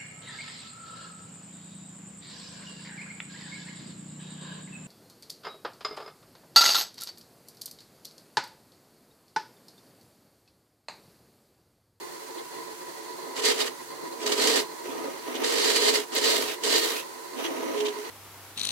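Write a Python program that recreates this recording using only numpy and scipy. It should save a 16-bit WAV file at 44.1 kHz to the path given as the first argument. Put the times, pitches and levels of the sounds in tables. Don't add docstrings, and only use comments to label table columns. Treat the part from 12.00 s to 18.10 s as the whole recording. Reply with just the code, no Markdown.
import sys
import numpy as np
from scipy import signal
from scipy.fft import rfft, irfft, next_fast_len
from scipy.io import wavfile
from scipy.ndimage import uniform_filter1d

SR = 44100
rng = np.random.default_rng(int(sys.argv[2]) if len(sys.argv) > 2 else 0)


def wrap_up_sound(samples):
    columns = np.atleast_2d(samples).T
    tamed = np.clip(columns, -1, 1)
    steps = np.round(tamed * 32767).astype(np.int16)
    wavfile.write(sys.argv[1], SR, steps)


N = 268993
TIME = np.arange(N) / SR
SIZE = next_fast_len(N + SR // 2)
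HZ = np.maximum(np.arange(SIZE // 2 + 1) * SR / SIZE, 1)


def from_db(db):
    return 10 ** (np.asarray(db) / 20)


def rms_one(x):
    return x / np.sqrt(np.mean(x ** 2) + 1e-20)


def level(rows, axis=1):
    rows = np.array(rows)
    inside = (TIME >= rows[:, 0].min()) & (TIME <= rows[:, 0].max())
    return from_db(np.interp(TIME, rows[:, 0], rows[:, axis])) * inside


def at_hz(points):
    hz, value = np.transpose(points)
    return np.interp(np.log(HZ), np.log(hz), value)


def filtered(x, response):
    return irfft(rfft(x, SIZE) * response, SIZE)[..., :N]


def band(x, low_hz, high_hz, order=2):
    edges = [low_hz, min(high_hz, SR / 2 - 1)]
    return signal.sosfilt(signal.butter(order, edges, "band", fs=SR, output="sos"), x)


def drift(rate):
    step = 40
    r = np.exp(-2 * np.pi * rate * step / SR)
    noise = rng.standard_normal(N // step + 2002)
    slow = signal.lfilter([1], [1, -2 * r, r * r], noise)[2000:]
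    return np.interp(np.arange(N) / step, np.arange(len(slow)), rms_one(slow))


def resonate(force, modes):
    out = 0
    for hz, width_hz, db in modes:
        r = np.exp(-np.pi * width_hz / SR)
        gain = (1 - r * r) / 2
        section = [gain, 0, -gain, 1, -2 * r * np.cos(2 * np.pi * hz / SR), r * r]
        drive = force * rng.standard_normal((2, N))
        out = out + from_db(db) * signal.sosfilt([section, section], drive)
    return out


def steadied(x, span_s, share):
    power = uniform_filter1d(x ** 2, size=max(int(span_s * SR), 1))
    return rms_one(x / np.maximum(power, 1e-20) ** (share / 2))


def snaps(per_s, spread_db):
    sizes = from_db(spread_db * np.minimum(rng.exponential(1, N), 3))
    return rms_one(sizes * (rng.random(N) < per_s / SR)) + 1e-9


def scattered(force, response):
    return rms_one(filtered(force * rng.choice([-1, 1], (2, N)), response))


def bursts(rows, length_s, rise_s):
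    gain = np.zeros(N)
    for s, db in rows:
        age = np.maximum(TIME - s + rise_s, 0)
        gain += from_db(db - 20 * age / length_s) * np.minimum(age / rise_s, 1)
    return gain


def swells(rows):
    gain = 0
    for s, length_s, db in rows:
        gain = gain + from_db(db) * np.cos(np.pi * np.clip((TIME - s) / length_s, -.5, .5))
    return gain


# f/Hz, width of each of two filter passes/Hz, relative level/dB
HEADSTOCK_MODES = [(165, 50, -18.5), (263, 30, -8.5), (325, 32, -5), (358, 45, -1), (395, 50, -6.5),
                   (446, 22, 2), (480, 50, -11), (552, 55, -8), (655, 45, -11.5), (757, 35, -10),
                   (850, 60, -10), (940, 80, -6), (984, 22, -1), (1043, 42, -2), (1200, 120, -19),
                   (1500, 130, -23), (1760, 110, -17), (1930, 110, -13), (2080, 90, -14), (2450, 90, -26),
                   (2680, 90, -27), (3400, 110, -24), (3620, 70, -21), (4020, 70, -19), (4160, 120, -14.5),
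                   (4330, 80, -19), (4520, 180, -17), (4720, 140, -21)]
# f/Hz, relative density/dB
HISS_COLOUR = [(60, -30), (150, -10.5), (500, 6), (1200, 7.5), (1500, 7), (2400, 2), (3400, 1.5), (4800, 3),
               (5500, 2.5), (6400, 4), (8500, 2), (11500, 0), (13300, -3), (15500, -3)]
# t/s, level offset/dB
LATHE_SWELL = [(0, 2), (.25, -2), (.4, 2), (.5, -2), (.62, 2.5), (.77, -3), (.9, 0.5), (1.28, 2),
               (1.78, -2), (2.05, 2), (2.75, 0), (5.25, -1.5), (6.1, 1.5)]
WHIRR_DB, HISS_DB, RUMBLE_DB = -41.5, -45, -69.0


def lathe():
    shaking = resonate(from_db(2.4 * drift(17)), HEADSTOCK_MODES)
    whirr = steadied(shaking, span_s=0.14, share=0.7)
    hiss = rms_one(filtered(rng.standard_normal((2, N)), from_db(at_hz(HISS_COLOUR))))
    rumble = rms_one(band(rng.standard_normal((2, N)), low_hz=30, high_hz=150))
    return (whirr * from_db(WHIRR_DB + np.interp(TIME, *np.transpose(LATHE_SWELL)))
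            + hiss * from_db(HISS_DB + .5 * drift(22))
            + rumble * from_db(RUMBLE_DB + 4.3 * drift(6.7)))


# f/Hz, level/dB, pitch waver/Hz
DRIVE_WHINE = (984, -49.5, 1.93)


def whining():
    hz, db, waver_hz = DRIVE_WHINE
    phase = 2 * np.pi * np.cumsum(hz + waver_hz * drift(5.6)) / SR
    sides = [from_db(2.5 * drift(9)) * np.sin(phase + .7 * drift(3)) for side in range(2)]
    return from_db(db + np.interp(TIME, *np.transpose(LATHE_SWELL))) * np.array(sides)


SHOP_T60_S = 0.12


def workshop(x, wet_db):
    age = TIME[:SR // 2]
    tail = rng.standard_normal((2, len(age))) * from_db(-60 * age / SHOP_T60_S) * (age > .002)
    tail /= np.sqrt(np.sum(tail ** 2, axis=1, keepdims=True))
    dulled = rfft(tail, SIZE) / np.hypot(1, HZ / 9000)
    return x + from_db(wet_db) * filtered(x, dulled)


TURNS_PER_S = 16.6
# throb depth/dB at one, two, three and four times a turn
GRAIN_THROB = [0.96, 0.75, 1, 0.94]


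def wall_grain(uneven_db):
    turn = 2 * np.pi * np.cumsum(TURNS_PER_S * (1 + 0.015 * drift(4.4))) / SR
    pattern = 0
    for k, db in enumerate(GRAIN_THROB, 1):
        pattern = pattern + db * np.cos(k * turn + rng.uniform(0, 2 * np.pi))
    return rms_one(from_db(pattern + uneven_db * drift(67)))


# t/s, bite level/dB
CUT_BITES = [
    [(1.34, -60), (1.368, -37), (1.402, -32.5), (1.412, -41.5), (1.452, -25.5), (1.522, -27.5),
     (1.538, -38.5), (1.564, -38.5), (1.616, -26), (1.638, -38.5), (1.68, -34.5), (1.72, -81)],
    [(2.2, -48), (2.23, -36), (2.256, -44), (2.266, -28), (2.314, -35.5), (2.324, -27), (2.35, -35.5),
     (2.406, -27.5), (2.494, -27.5), (2.5, -27.5), (2.602, -28), (2.66, -61)],
    [(3.41, -60), (3.446, -25.5), (3.452, -31.5), (3.704, -26.5), (3.738, -30.5), (3.766, -24.5),
     (3.79, -29.5), (3.894, -24.5), (3.92, -32.5), (3.958, -25.5), (4.038, -44.5), (4.06, -74)],
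    [(4.11, -67), (4.122, -42), (4.166, -26), (4.202, -33), (4.252, -25.5), (4.374, -28.5), (4.404, -33),
     (4.416, -30.5), (4.434, -35), (4.538, -38.5), (4.59, -81)],
    [(4.61, -54), (4.638, -34.5), (4.652, -27.5), (4.66, -30), (4.762, -24.5), (4.814, -32), (4.834, -28.5),
     (4.884, -33), (5.002, -39.5), (5.07, -87)],
]
# vessel hum trim/dB, shank chatter trim/dB, shavings trim/dB,
# growth of rasp and shavings as the handle swings/(dB per s)
CUT_TRIMS = [(-2, 1.5, -2.5, 24), (2.5, 0.5, -1.5, 2), (-0.5, 1, -1.5, 4), (0.5, -1, 2, 18),
             (0, -1, 3.5, 26)]
FULL_BITE_DB = -23


def bite(follows, trims_db=0, growths_db_per_s=0):
    trims_db = np.broadcast_to(trims_db, len(CUT_BITES))
    growths_db_per_s = np.broadcast_to(growths_db_per_s, len(CUT_BITES))
    gain = 0
    for cut, trim_db, growth in zip(CUT_BITES, trims_db, growths_db_per_s):
        middle_s = (cut[0][0] + cut[-1][0]) / 2
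        strength = (level(cut) / from_db(FULL_BITE_DB)) ** follows
        gain = gain + strength * from_db(trim_db + growth * (TIME - middle_s))
    return gain


# t/s, friction level/dB, knocking level/dB
WALL_RUBS = [
    [(2.82, -70, -65), (2.856, -47, -38), (3.092, -48, -34.5), (3.178, -51, -49), (3.194, -51, -45),
     (3.21, -53, -61), (3.272, -46, -37.5), (3.426, -39, -33), (3.45, -51, -51)],
    [(5.33, -59, -49.5), (5.394, -41.5, -33.5), (5.456, -37, -39), (5.5, -43.5, -34), (5.876, -43.5, -35.5),
     (5.922, -47.5, -47), (5.978, -47.5, -42.5), (6.068, -48, -64), (6.1, -48, -49)],
]
RUB_RASP_DB, RUB_DUST_DB, RUB_DRONE_DB, RUB_CHATTER_DB = 1, -5.5, -0.5, -10


def gliding():
    return [sum(level(rub, axis=k) for rub in WALL_RUBS) for k in (1, 2)]


# middle t/s, length/s, f/Hz, width/Hz, level/dB
SUNG_NOTES = [(.39, .028, 3500, 700, -45), (1.617, .045, 3730, 90, -32), (2.915, .045, 3420, 260, -47),
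              (3.805, .14, 4320, 45, -31), (4.504, .08, 2560, 500, -37), (4.786, .21, 4335, 25, -35),
              (4.98, .12, 2550, 330, -40), (5.4, .1, 261, 22, -36), (5.455, .05, 3150, 450, -33),
              (5.477, .14, 329, 26, -33), (5.675, .13, 323, 20, -35), (5.7, .28, 536, 14, -39),
              (5.704, .09, 640, 16, -39), (5.833, .23, 420, 11, -27), (5.989, .12, 421, 7, -35)]


def singing():
    out = np.zeros((2, N))
    for s, length_s, hz, width_hz, db in SUNG_NOTES:
        on = np.abs(TIME - s) < length_s / 2
        age = TIME[on] - s
        phase = 2 * np.pi * np.cumsum(hz + width_hz / 2 * drift(width_hz)[on]) / SR
        paths = rng.uniform(0, 2 * np.pi, (2, 1))
        out[:, on] += from_db(db) * np.cos(np.pi * age / length_s) * np.sin(phase + paths)
    return out


SETTLE_S = 0.059


def settled(gain):
    return uniform_filter1d(gain, size=max(int(SETTLE_S * SR), 1))


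# f/Hz, width of each of two filter passes/Hz, relative level/dB
VESSEL_MODES = [(226, 34, -14.5), (260, 66, -3.5), (290.5, 65, -5.5), (338, 49, 1), (362, 41, -7.5),
                (410, 96, -2), (481, 99, -5), (550, 43, -1), (660, 53, -4), (760.4, 31, -5.5),
                (856, 150, -12), (961.4, 55, -2), (1130, 190, -20), (1155, 37, -10), (1250, 31, -6)]
SHANK_MODES = [(417, 26, 0), (434, 26, 0), (455, 40, -5)]
# middle t/s, length/s, level/dB
WALL_GRAZES = [(1.28, 0.12, -45), (2.06, 0.21, -43.5), (2.21, .13, -47.5)]
DRONE_DB, DRONE_FOLLOWS = -31, 0.7
CHATTER_DB, CHATTER_FOLLOWS = -26, 1


def droning(grain):
    force = grain * snaps(per_s=900, spread_db=4.0)
    vessel = steadied(resonate(force, VESSEL_MODES), span_s=.04, share=0.85)
    shank = steadied(resonate(force, SHANK_MODES), span_s=0.018, share=0.65)
    _, knocking = gliding()
    hums_db, chatters_db, *_ = np.transpose(CUT_TRIMS)
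    drone = from_db(DRONE_DB) * settled(bite(DRONE_FOLLOWS, hums_db))
    drone = drone + from_db(RUB_DRONE_DB) * knocking + swells(WALL_GRAZES)
    chatter = from_db(CHATTER_DB) * settled(bite(CHATTER_FOLLOWS, chatters_db))
    chatter = chatter + from_db(RUB_CHATTER_DB) * knocking
    return drone * vessel + chatter * shank


# f/Hz, relative density/dB
FRICTION_COLOUR = [(200, -32), (500, -18), (900, 7.5), (1450, 4.5), (2100, 7.5), (2400, 4.5), (3100, 4),
                   (3900, -13), (4900, -2), (5400, -6), (5900, 4.5), (7500, -18), (10000, -18),
                   (15500, -28)]
# f/Hz, relative density/dB
SCRATCH_COLOUR = [(1200, -41), (2100, -7), (2600, -2.5), (3200, 1.5), (3800, -1), (5000, -10), (7800, -9.5),
                  (10000, -39)]
# middle t/s, length/s, level/dB
TIP_SCUFFS = [(3.362, 0.032, -33.5), (4.5, 0.1, -44), (4.95, 0.14, -54), (5.4, 0.085, -43),
              (5.455, 0.037, -39), (5.785, 0.049, -39), (5.81, .018, -34.5), (5.862, 0.032, -31),
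              (5.889, .018, -35)]
RASP_DB, RASP_FOLLOWS = -35, 0.55


def rubbing(grain):
    force = grain * snaps(per_s=6000, spread_db=3)
    rasp = scattered(force, from_db(at_hz(FRICTION_COLOUR)))
    scratch = scattered(force, from_db(at_hz(SCRATCH_COLOUR)))
    friction, _ = gliding()
    *_, swings = np.transpose(CUT_TRIMS)
    pressure = from_db(RASP_DB) * bite(RASP_FOLLOWS, growths_db_per_s=swings)
    pressure = pressure + from_db(RUB_RASP_DB) * friction
    return pressure * rasp + swells(TIP_SCUFFS) * scratch


# end of rise t/s, level before decay/dB
CHIP_CATCHES = [(1.452, -18), (2.264, -37), (2.42, -23.5), (2.473, -18), (2.558, -20), (3.7614, -25.5),
                (3.898, -27), (4.6366, -25)]
SPLINTER_TICKS = [(4.152, -22)]
CHIP_S, TICK_S = 0.032, .004


def chips():
    colour = from_db(at_hz(TEAR_COLOUR)) / np.hypot(1, 1800 / HZ)
    crackle = scattered(snaps(per_s=1700, spread_db=-1.0), colour)
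    tick = rms_one(band(rng.standard_normal((2, N)), low_hz=11000, high_hz=16000))
    return (bursts(CHIP_CATCHES, CHIP_S, rise_s=0.002) * crackle
            + bursts(SPLINTER_TICKS, TICK_S, rise_s=.0005) * tick)


# f/Hz, relative density/dB
SHAVINGS_COLOUR = [(1000, -24), (4000, 13), (6000, -43), (8500, 0.5), (10000, 5), (12000, 5), (13500, 3),
                   (15500, 1)]
SPRAY_DB, SPRAY_FOLLOWS = -32, 0.93
SPRAY_SNAPS_PER_S = 14000
WHIRL_S = .04


def spraying(grain):
    force = grain * snaps(SPRAY_SNAPS_PER_S, spread_db=1)
    keep = np.exp(-1 / (WHIRL_S * SR))
    _, _, shavings_db, swings = np.transpose(CUT_TRIMS)
    thrown = bite(SPRAY_FOLLOWS, shavings_db, swings)
    whirling = signal.lfilter([1 - keep], [1, -keep], thrown)
    friction, _ = gliding()
    flow = from_db(SPRAY_DB) * np.sqrt(thrown * whirling) + from_db(RUB_DUST_DB) * friction
    return flow * scattered(force, from_db(at_hz(SHAVINGS_COLOUR)))


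# f/Hz, relative density/dB
TEAR_COLOUR = [(200, -44), (450, 10.5), (700, -3.5), (1200, 0), (1450, -5), (1850, 2), (2450, -3.5),
               (3000, 3), (3500, 0.5), (4900, 1.5), (5400, -2.5), (7700, -1), (9800, -9), (15500, -20)]
# f/Hz, width of each of two filter passes/Hz, relative level/dB
STEEL_MODES = [(1570, 50, -11), (1830, 100, -4), (2095, 120, -4), (2450, 160, -11), (2740, 90, -10),
               (2970, 150, -8), (3095, 45, -4.5), (3230, 70, -9.5), (3432, 65, -6), (3696, 75, -4),
               (3875, 55, -4), (4015, 80, 0), (4145, 100, -2), (4332, 35, 3), (4430, 120, -5),
               (4590, 110, -4), (4700, 70, -5.5), (4788, 55, -1), (4960, 90, -5), (5118, 40, -2.5),
               (5900, 300, -9), (6670, 70, -10), (7285, 35, -6.5), (7560, 200, -13), (8150, 300, -14),
               (8900, 300, -16)]
TEAR_DB, TEAR_FOLLOWS = -23, 0.94
RING_DB, RING_FOLLOWS = -19.5, 2.14


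def cutting(grain):
    force = grain * snaps(per_s=7000, spread_db=-2.0)
    tearing = scattered(force, from_db(at_hz(TEAR_COLOUR)))
    ringing = steadied(resonate(force, STEEL_MODES), span_s=0.025, share=1.0)
    return (from_db(TEAR_DB) * bite(TEAR_FOLLOWS) * tearing
            + from_db(RING_DB) * bite(RING_FOLLOWS) * ringing)


# f/Hz, left minus right level/dB
STEREO_BALANCE = [(60, -5), (110, -1.5), (200, -5), (380, -2), (700, -3), (1290, -2.5), (2380, -4.5),
                  (4400, -4), (8120, -1), (15000, -0.5)]


def scene():
    grain = wall_grain(uneven_db=0.5)
    edge = cutting(grain) + spraying(grain) + chips()
    contact = rubbing(grain) + droning(grain) + singing()
    both = workshop(edge + contact, wet_db=-8) + lathe() + whining()
    halves = np.array([[.5], [-.5]])
    return filtered(both, from_db(at_hz(STEREO_BALANCE) * halves))


CUTOFF_HZ = 15850


def record(dry):
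    thin = signal.sosfilt(signal.butter(2, 110, "high", fs=SR, output="sos"), dry)
    return filtered(thin, 1 / np.hypot(1, (HZ / CUTOFF_HZ) ** 150))


dry = scene()
out = record(dry)
wrap_up_sound(out)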